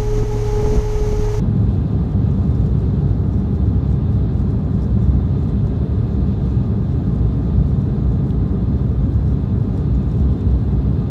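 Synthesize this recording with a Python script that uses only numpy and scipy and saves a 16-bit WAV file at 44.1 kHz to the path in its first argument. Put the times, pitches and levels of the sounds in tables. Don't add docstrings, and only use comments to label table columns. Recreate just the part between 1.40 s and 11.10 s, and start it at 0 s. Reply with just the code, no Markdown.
import sys
import numpy as np
from scipy import signal
from scipy.fft import rfft, irfft, next_fast_len
from scipy.io import wavfile

SR = 44100
rng = np.random.default_rng(int(sys.argv[2]) if len(sys.argv) > 2 else 0)


def waveform_to_disk(signal):
    frames = np.transpose(np.atleast_2d(signal))
    scaled = np.clip(frames, -1, 1) * 32767
    samples = np.round(scaled).astype(np.int16)
    wavfile.write(sys.argv[1], SR, samples)


def gain_from_db(level_db):
    decades = np.asarray(level_db, float) / 20
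    return 10 ** decades


N = 427769

# t/s, level/dB above the mean
THRUST = [(0, .5), (1, 0.4), (2, 0), (2.6, 0), (3.4, 0.9), (4.2, 0.7), (5, -0.6), (6, 0.3), (7, 0.1),
          (8, -0.6), (9, -0.2), (9.7, 0)]
# f/Hz, level/dB per Hz
RUMBLE_COLOUR = [(15, -51), (25, -19), (41, -17.5), (54, 0), (108, -1.5), (166, -6), (198, -6.5),
                 (231, -12), (283, -18.5), (317, -27.5), (388, -25.5), (430, -13.5), (520, -29.5),
                 (680, -58), (1140, -120)]
# f/Hz, level/dB per Hz
WALL_COLOUR = [(140, -30), (240, 1), (277, -1.5), (328, -9.5), (415, -7.5), (526, -20), (726, -22),
               (1120, -30), (1220, -29), (1490, -35), (2300, -43), (2990, -72), (5060, -120)]
# f/Hz, width/Hz, lift/dB
FUSELAGE_MODES = [(106.8, 9.2, 3.5), (140.4, 8.7, 5), (197, 16, 3.5), (278.4, 9.7, 1.5), (383, 12, 1.5),
                  (439, 14, 0), (238, 8.4, -1.5)]
# f/Hz, width/Hz, lift/dB
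PANEL_MODES = [(560, 30, 2.5), (640, 40, 2), (720, 40, 2), (790, 24, -3), (1044, 40, 4.5), (1215, 30, 5),
               (1624, 32, 5.5), (2088, 30, 4.5), (2133, 16, 6)]
# t/s, f/Hz, peak level/dB
BOOM_SWELLS = [(0.31, 58.85, -16.5), (1.04, 64.94, -19.5), (1.2, 65.92, -18), (1.71, 61.02, -22),
               (1.82, 64.0, -16.5), (1.96, 67.18, -18.5), (2.26, 67.8, -16), (2.4, 68.85, -16.5),
               (2.8, 62.93, -19), (3.51, 64.68, -19), (3.67, 64.0, -15.5), (3.84, 64.4, -19.5),
               (4.56, 63.55, -17.5), (5.13, 64.6, -14.5), (5.83, 60.03, -16.2), (6.06, 61.3, -22),
               (6.22, 64.1, -13.5), (6.69, 61.8, -12.5), (7.0, 61.82, -17.0), (7.25, 66.7, -20),
               (7.38, 64.0, -17.5), (7.62, 58.65, -14.5), (7.77, 65.15, -16.5), (7.89, 61.56, -13.5),
               (8.55, 63.37, -12.5), (8.88, 68.57, -11), (9.14, 62.6, -11.5), (9.36, 63.8, -13),
               (9.51, 65.7, -16.8), (9.61, 65.7, -22.5)]
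# t/s, whistle f/Hz, whistle level/dB, flow level/dB above the mean
AIR_JET = [(0, 14760, -84, 1), (.45, 14560, -84, 0.9), (1.0, 14530, -85, 0.4), (1.55, 14650, -91.5, 1),
           (1.85, 14500, -79, -2), (2.9, 14480, -83, .6), (3.2, 14400, -82, -1.2), (4.2, 14360, -86, 0.6),
           (4.45, 14370, -90, -0.1), (5.15, 14470, -89, 2), (5.36, 14370, -80.5, -0.2),
           (6.5, 14550, -79, -.2), (7.15, 14500, -84.5, -2.2), (7.3, 14630, -80.5, -1),
           (8.3, 14500, -78.5, 0), (8.6, 14440, -91, 0.8), (8.85, 14440, -84, 0.6),
           (9.7, 14670, -83.5, -0.2)]
# f/Hz, level/dB per Hz
HISS_COLOUR = [(2200, -6.5), (2490, -1.5), (2960, -5.5), (3540, -1.5), (4040, -2), (4600, -7), (5600, -13),
               (6930, -14), (7590, -18.5), (9310, -18.5), (10500, -26), (13500, -26), (14600, -27),
               (15700, -30)]
# f/Hz, width/Hz, lift/dB
DUCT_MODES = [(2250, 20, 3), (2470, 40, 2.5), (2577, 36, 7), (2825, 45, 7.5), (3130, 50, 7),
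              (3316, 30, 6.5), (3425, 40, 5.5), (3596, 44, 9), (3665, 40, 3.5), (3780, 30, -3),
              (3885, 50, 4.5), (3980, 50, 4.5), (4065, 20, 4.5), (4124, 50, 5), (4238, 25, 3.5),
              (4346, 22, 5.5), (4870, 40, 3)]
# f/Hz, width/Hz, lift/dB
NOZZLE_MODES = [(6950, 500, 1.5), (7550, 300, -2), (10450, 500, -2.5), (11500, 1200, 1.5),
                (13200, 1200, -2), (15500, 700, -2.5)]
# start t/s, end t/s, first f/Hz, last f/Hz, level/dB
WHISTLE_STRANDS = [
    (-.1, 1.303, 14250, 13970, -83.5),
    (8.65, 9.802, 14020, 14170, -84),
]
# strongest tap t/s, its level/dB, length/s
TRIM_BUZZES = [(0.337, -59.5, 0.033), (0.718, -59.5, 0.02), (0.911, -59.5, 0.031), (1.108, -56.5, 0.021),
               (1.26, -59, 0.031), (1.405, -61.5, 0.046), (1.931, -60.5, 0.022), (1.986, -60, 0.052),
               (2.157, -59, 0.031), (2.514, -56.5, 0.033), (2.726, -59.5, 0.037), (2.992, -59, 0.05),
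               (3.105, -58.5, 0.029), (3.431, -53, 0.042), (3.638, -57, 0.052), (3.706, -60.5, 0.032),
               (4.27, -56.5, 0.023), (5.051, -58.5, 0.032), (5.108, -60, 0.022), (6.293, -61.5, 0.028),
               (6.72, -59.5, 0.026), (6.892, -59.5, 0.05), (7.386, -62.5, 0.038), (7.74, -58, 0.021),
               (7.879, -60, 0.023), (8.375, -55, 0.022), (8.629, -62, 0.022), (8.714, -56.5, 0.029),
               (8.798, -56.5, 0.032), (8.925, -60, 0.032)]
# strongest tap t/s, its level/dB
FURTHER_TRIM_BUZZES = [(.166, -65), (.972, -61.5), (1.05, -60.5), (1.149, -58), (1.201, -62), (1.684, -61),
                       (2.269, -61.5), (3.346, -60.5), (4.033, -59), (4.097, -61), (5.52, -60.5), (5.66, -63),
                       (5.758, -62.5), (6.417, -60.5), (7.917, -63), (8.548, -58), (9.008, -59.5), (9.111, -61),
                       (9.326, -64)]
# f/Hz, level/dB per Hz
TAP_COLOUR = [(2500, -9.5), (3500, -3), (4500, -4.5), (5600, -1.5), (6500, -7.5), (7600, -8), (9500, -13.5),
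              (10400, -19), (12500, -16), (15500, -20)]
# f/Hz, width/Hz, lift/dB
TRIM_MODES = [(3600, 250, 5), (5800, 300, 2.5), (6950, 350, 6), (8130, 300, 6), (8950, 300, 3),
              (9900, 250, 4), (11000, 500, 4), (11950, 300, 3)]
# t/s, peak level/dB
PANEL_SNAPS = [
    (6.906, -27),
]
# f/Hz, level/dB, t60/s
CRACK_MODES = [(2400, -17, .02), (2900, -15, .02), (3400, -11, .022), (3900, -13, .018), (4400, -18, .014),
               (7300, -27, .008), (9600, -30, .008), (11800, -31, .008), (13800, -30, .008),
               (15300, -34, .008)]
# t/s, level/dB
HUM_LEVEL = [(0, -53), (.35, -53), (.65, -60), (1.1, -55), (2.2, -53.5), (3.3, -57), (3.55, -63),
             (4.1, -57.5), (4.65, -66), (4.95, -54.5), (6.0, -55), (7.1, -57.5), (7.65, -64), (8.3, -57.5),
             (8.75, -63), (9.7, -55.5)]
# f/Hz, level/dB rms, pitch wander/Hz
MACHINE_TONES = [
    (1195.7, -65, .3),
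    (2391.4, -75, .4),
    (5060, -80.5, 3.5),
    (6660, -94, .5),
]


def roar():
    rumble_db, wall_db = -16.5, -29
    wall_share = .4
    thrust_db, = in_time(THRUST)
    boom_gap = (64, 22, -1.5)
    rumble = coloured(RUMBLE_COLOUR, [*FUSELAGE_MODES, boom_gap], low_hz=37.8, high_hz=244.0)
    wall = coloured(WALL_COLOUR, [*PANEL_MODES, *FUSELAGE_MODES], low_hz=243.7, high_hz=2120)
    wall_level = gain_from_db(wall_db + wall_share * thrust_db + 0.25 * drift(23))
    return gain_from_db(rumble_db + thrust_db) * rumble + wall_level * wall


def boom():
    rest_db, flicker_db = -30.5, 4
    swell_s, swell_trim_db = 0.04, -2.5
    t = np.arange(N) / SR
    swell_at, swell_hz, peak_db = np.transpose(BOOM_SWELLS)
    level = gain_from_db(rest_db + flicker_db * drift(11.0))
    for at, db in zip(swell_at, peak_db):
        near = slice(max(int((at - .3) * SR), 0), int((at + .3) * SR))
        bell = np.exp(-.5 * ((t[near] - at) / swell_s) ** 2)
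        level[near] = np.hypot(level[near], gain_from_db(db + swell_trim_db) * bell)
    pitch_hz = np.interp(t, swell_at, swell_hz) + 2.515 * drift(5.01)
    return np.sqrt(2) * level * np.sin(2 * np.pi * np.cumsum(pitch_hz) / SR)


def vent():
    duct_db, nozzle_db = -58, -66.5
    nozzle_share = .7
    strand_fade = 100
    whistle_hz, whistle_db, flow_db = in_time(AIR_JET)
    duct_level = gain_from_db(duct_db + flow_db + .6 * drift(7.5))
    duct = duct_level * coloured(HISS_COLOUR, DUCT_MODES, low_hz=2100, high_hz=4600)
    nozzle_level = gain_from_db(nozzle_db + nozzle_share * flow_db + .6 * drift(9.0))
    nozzle = coloured(HISS_COLOUR, [*DUCT_MODES, *NOZZLE_MODES], low_hz=4630, high_hz=17000)
    nozzle = patchy(nozzle_level * nozzle, 6000, 14000, count=6, patch_db=1.3, rate=11.0)
    edge = whistle(whistle_hz + 40 * drift(4.0), whistle_db + 1.8 * drift(12.0), width_hz=110)
    out = duct + nozzle + edge
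    t = np.arange(N) / SR
    for start, end, first_hz, last_hz, db in WHISTLE_STRANDS:
        outside_s = np.maximum(0, np.maximum(start - t, t - end))
        level_db = np.maximum(db - strand_fade * outside_s + 2.5 * drift(6.0), -140)
        glide_hz = np.interp(t, [start, end], [first_hz, last_hz])
        out = out + whistle(glide_hz, level_db, width_hz=80)
    return out


def whistle(hz, level_db, width_hz):
    low_pass = signal.butter(2, width_hz, fs=SR, output="sos")
    breath = signal.sosfilt(low_pass, rng.standard_normal((2, N)))
    turn = 2 * np.pi * np.cumsum(hz) / SR
    return gain_from_db(level_db) * rms_one(breath[0] * np.sin(turn) + breath[1] * np.cos(turn))


def trim():
    tap_gap_s, further_buzz_s = .0122, .022
    build_db, die_db = 11, 13.5
    taps = []
    for at, peak_db, length_s in [*TRIM_BUZZES, *[(at, db, further_buzz_s) for at, db in FURTHER_TRIM_BUZZES]]:
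        for k in range(-4, 5):
            slope_db = build_db if k < 0 else die_db
            taps.append((at + k * tap_gap_s, peak_db - slope_db * abs(k) * tap_gap_s / length_s))
    idle_at = np.arange(0, N / SR - .05, tap_gap_s)
    idle_db = -70.5 + 3.0 * np.clip(drift(6)[(idle_at * SR).astype(int)], -3, 1.3)
    tap_at, tap_db = np.concatenate([np.transpose(taps), [idle_at, idle_db]], axis=1)
    chance = rng.standard_normal((len(tap_at), 2))
    place = ((tap_at + 0.00056 * chance[:, 0]) * SR).astype(int)
    clicks = np.zeros(N)
    np.add.at(clicks, np.clip(place, 0, N - 1), gain_from_db(tap_db + 1.5 * chance[:, 1]))
    scuff = signal.lfilter([1], [1, -gain_from_db(-60 / (0.028 * SR))], clicks + 1e-18)
    scuff = signal.lfilter([.06], [1, -.94], scuff)
    grit = coloured(TAP_COLOUR, TRIM_MODES, low_hz=2600, high_hz=17000)
    grit = patchy(grit, 4000, 13000, count=8, patch_db=1.6, rate=20.0)
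    return gain_from_db(3.5) * scuff * grit


def snap():
    damping = .5
    clicks = np.zeros(N)
    for at, peak_db in PANEL_SNAPS:
        clicks[round(at * SR)] = gain_from_db(peak_db)
    out = np.zeros(N)
    for k, (hz, level_db, t60) in enumerate(CRACK_MODES):
        out = out + (-1) ** k * gain_from_db(level_db) * ring(clicks, hz, damping * t60)
    return out


def ring(clicks, hz, t60):
    r, w = gain_from_db(-60 / (t60 * SR)), 2 * np.pi * hz / SR
    return signal.lfilter([0, np.sin(w)], [1, -2 * r * np.cos(w), r * r], clicks + 1e-18)


def tones():
    hum_hz = 808.6
    hum_db, = in_time(HUM_LEVEL)
    out = np.sqrt(2) * gain_from_db(hum_db + 1.5) * np.sin(2 * np.pi * hum_hz * np.arange(N) / SR)
    for hz, level_db, wander_hz in MACHINE_TONES:
        turn = 2 * np.pi * np.cumsum(hz + wander_hz * drift(3.0)) / SR
        out = out + np.sqrt(2) * gain_from_db(level_db + 1.2 * drift(1.3)) * np.sin(turn)
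    return out


def coloured(spectrum, resonances, low_hz, high_hz):
    size = next_fast_len(N)
    hz = np.maximum(np.arange(size // 2 + 1) * SR / size, 1)
    curve_hz, curve_db = np.transpose(spectrum)
    level_db = np.interp(np.log(hz), np.log(curve_hz), curve_db)
    for centre_hz, width_hz, lift_db in resonances:
        level_db = level_db + lift_db / (1 + (2 * (hz - centre_hz) / width_hz) ** 4)
    edges = 1 / np.sqrt((1 + (low_hz / hz) ** 16) * (1 + (hz / high_hz) ** 16))
    white = rfft(rng.standard_normal(size))
    return rms_one(irfft(white * gain_from_db(level_db) * edges, size)[:N])


def patchy(x, low_hz, high_hz, count, patch_db, rate):
    size = next_fast_len(N)
    spectrum, hz = rfft(x, size), np.arange(size // 2 + 1) * SR / size
    band = np.digitize(hz, np.geomspace(low_hz, high_hz, count - 1))
    out = np.zeros(N)
    for k in range(count):
        out = out + gain_from_db(patch_db * drift(rate)) * irfft(spectrum * (band == k), size)[:N]
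    return out


def drift(rate):
    r = np.exp(-2 * np.pi * rate * 40 / SR)
    noise = rng.standard_normal(N // 40 + 4002)
    slow = signal.lfilter([1], [1, -2 * r, r * r], noise)[4000:]
    return np.interp(np.arange(N) / 40, np.arange(len(slow)), rms_one(slow))


def in_time(rows):
    at, *columns = np.transpose(rows)
    return [np.interp(np.arange(N) / SR, at, column) for column in columns]


def rms_one(x):
    return x / np.sqrt(np.mean(x ** 2) + 1e-20)


def scene():
    mix = roar() + boom() + vent() + trim() + snap() + tones()
    return mix[None]


def band_limit(x):
    return signal.sosfilt(signal.butter(12, 15760, fs=SR, output="sos"), x)


def record(dry):
    finished = 1.087 * np.tanh(dry / 1.112)
    return band_limit(finished)


dry = scene()
out = record(dry)
waveform_to_disk(out)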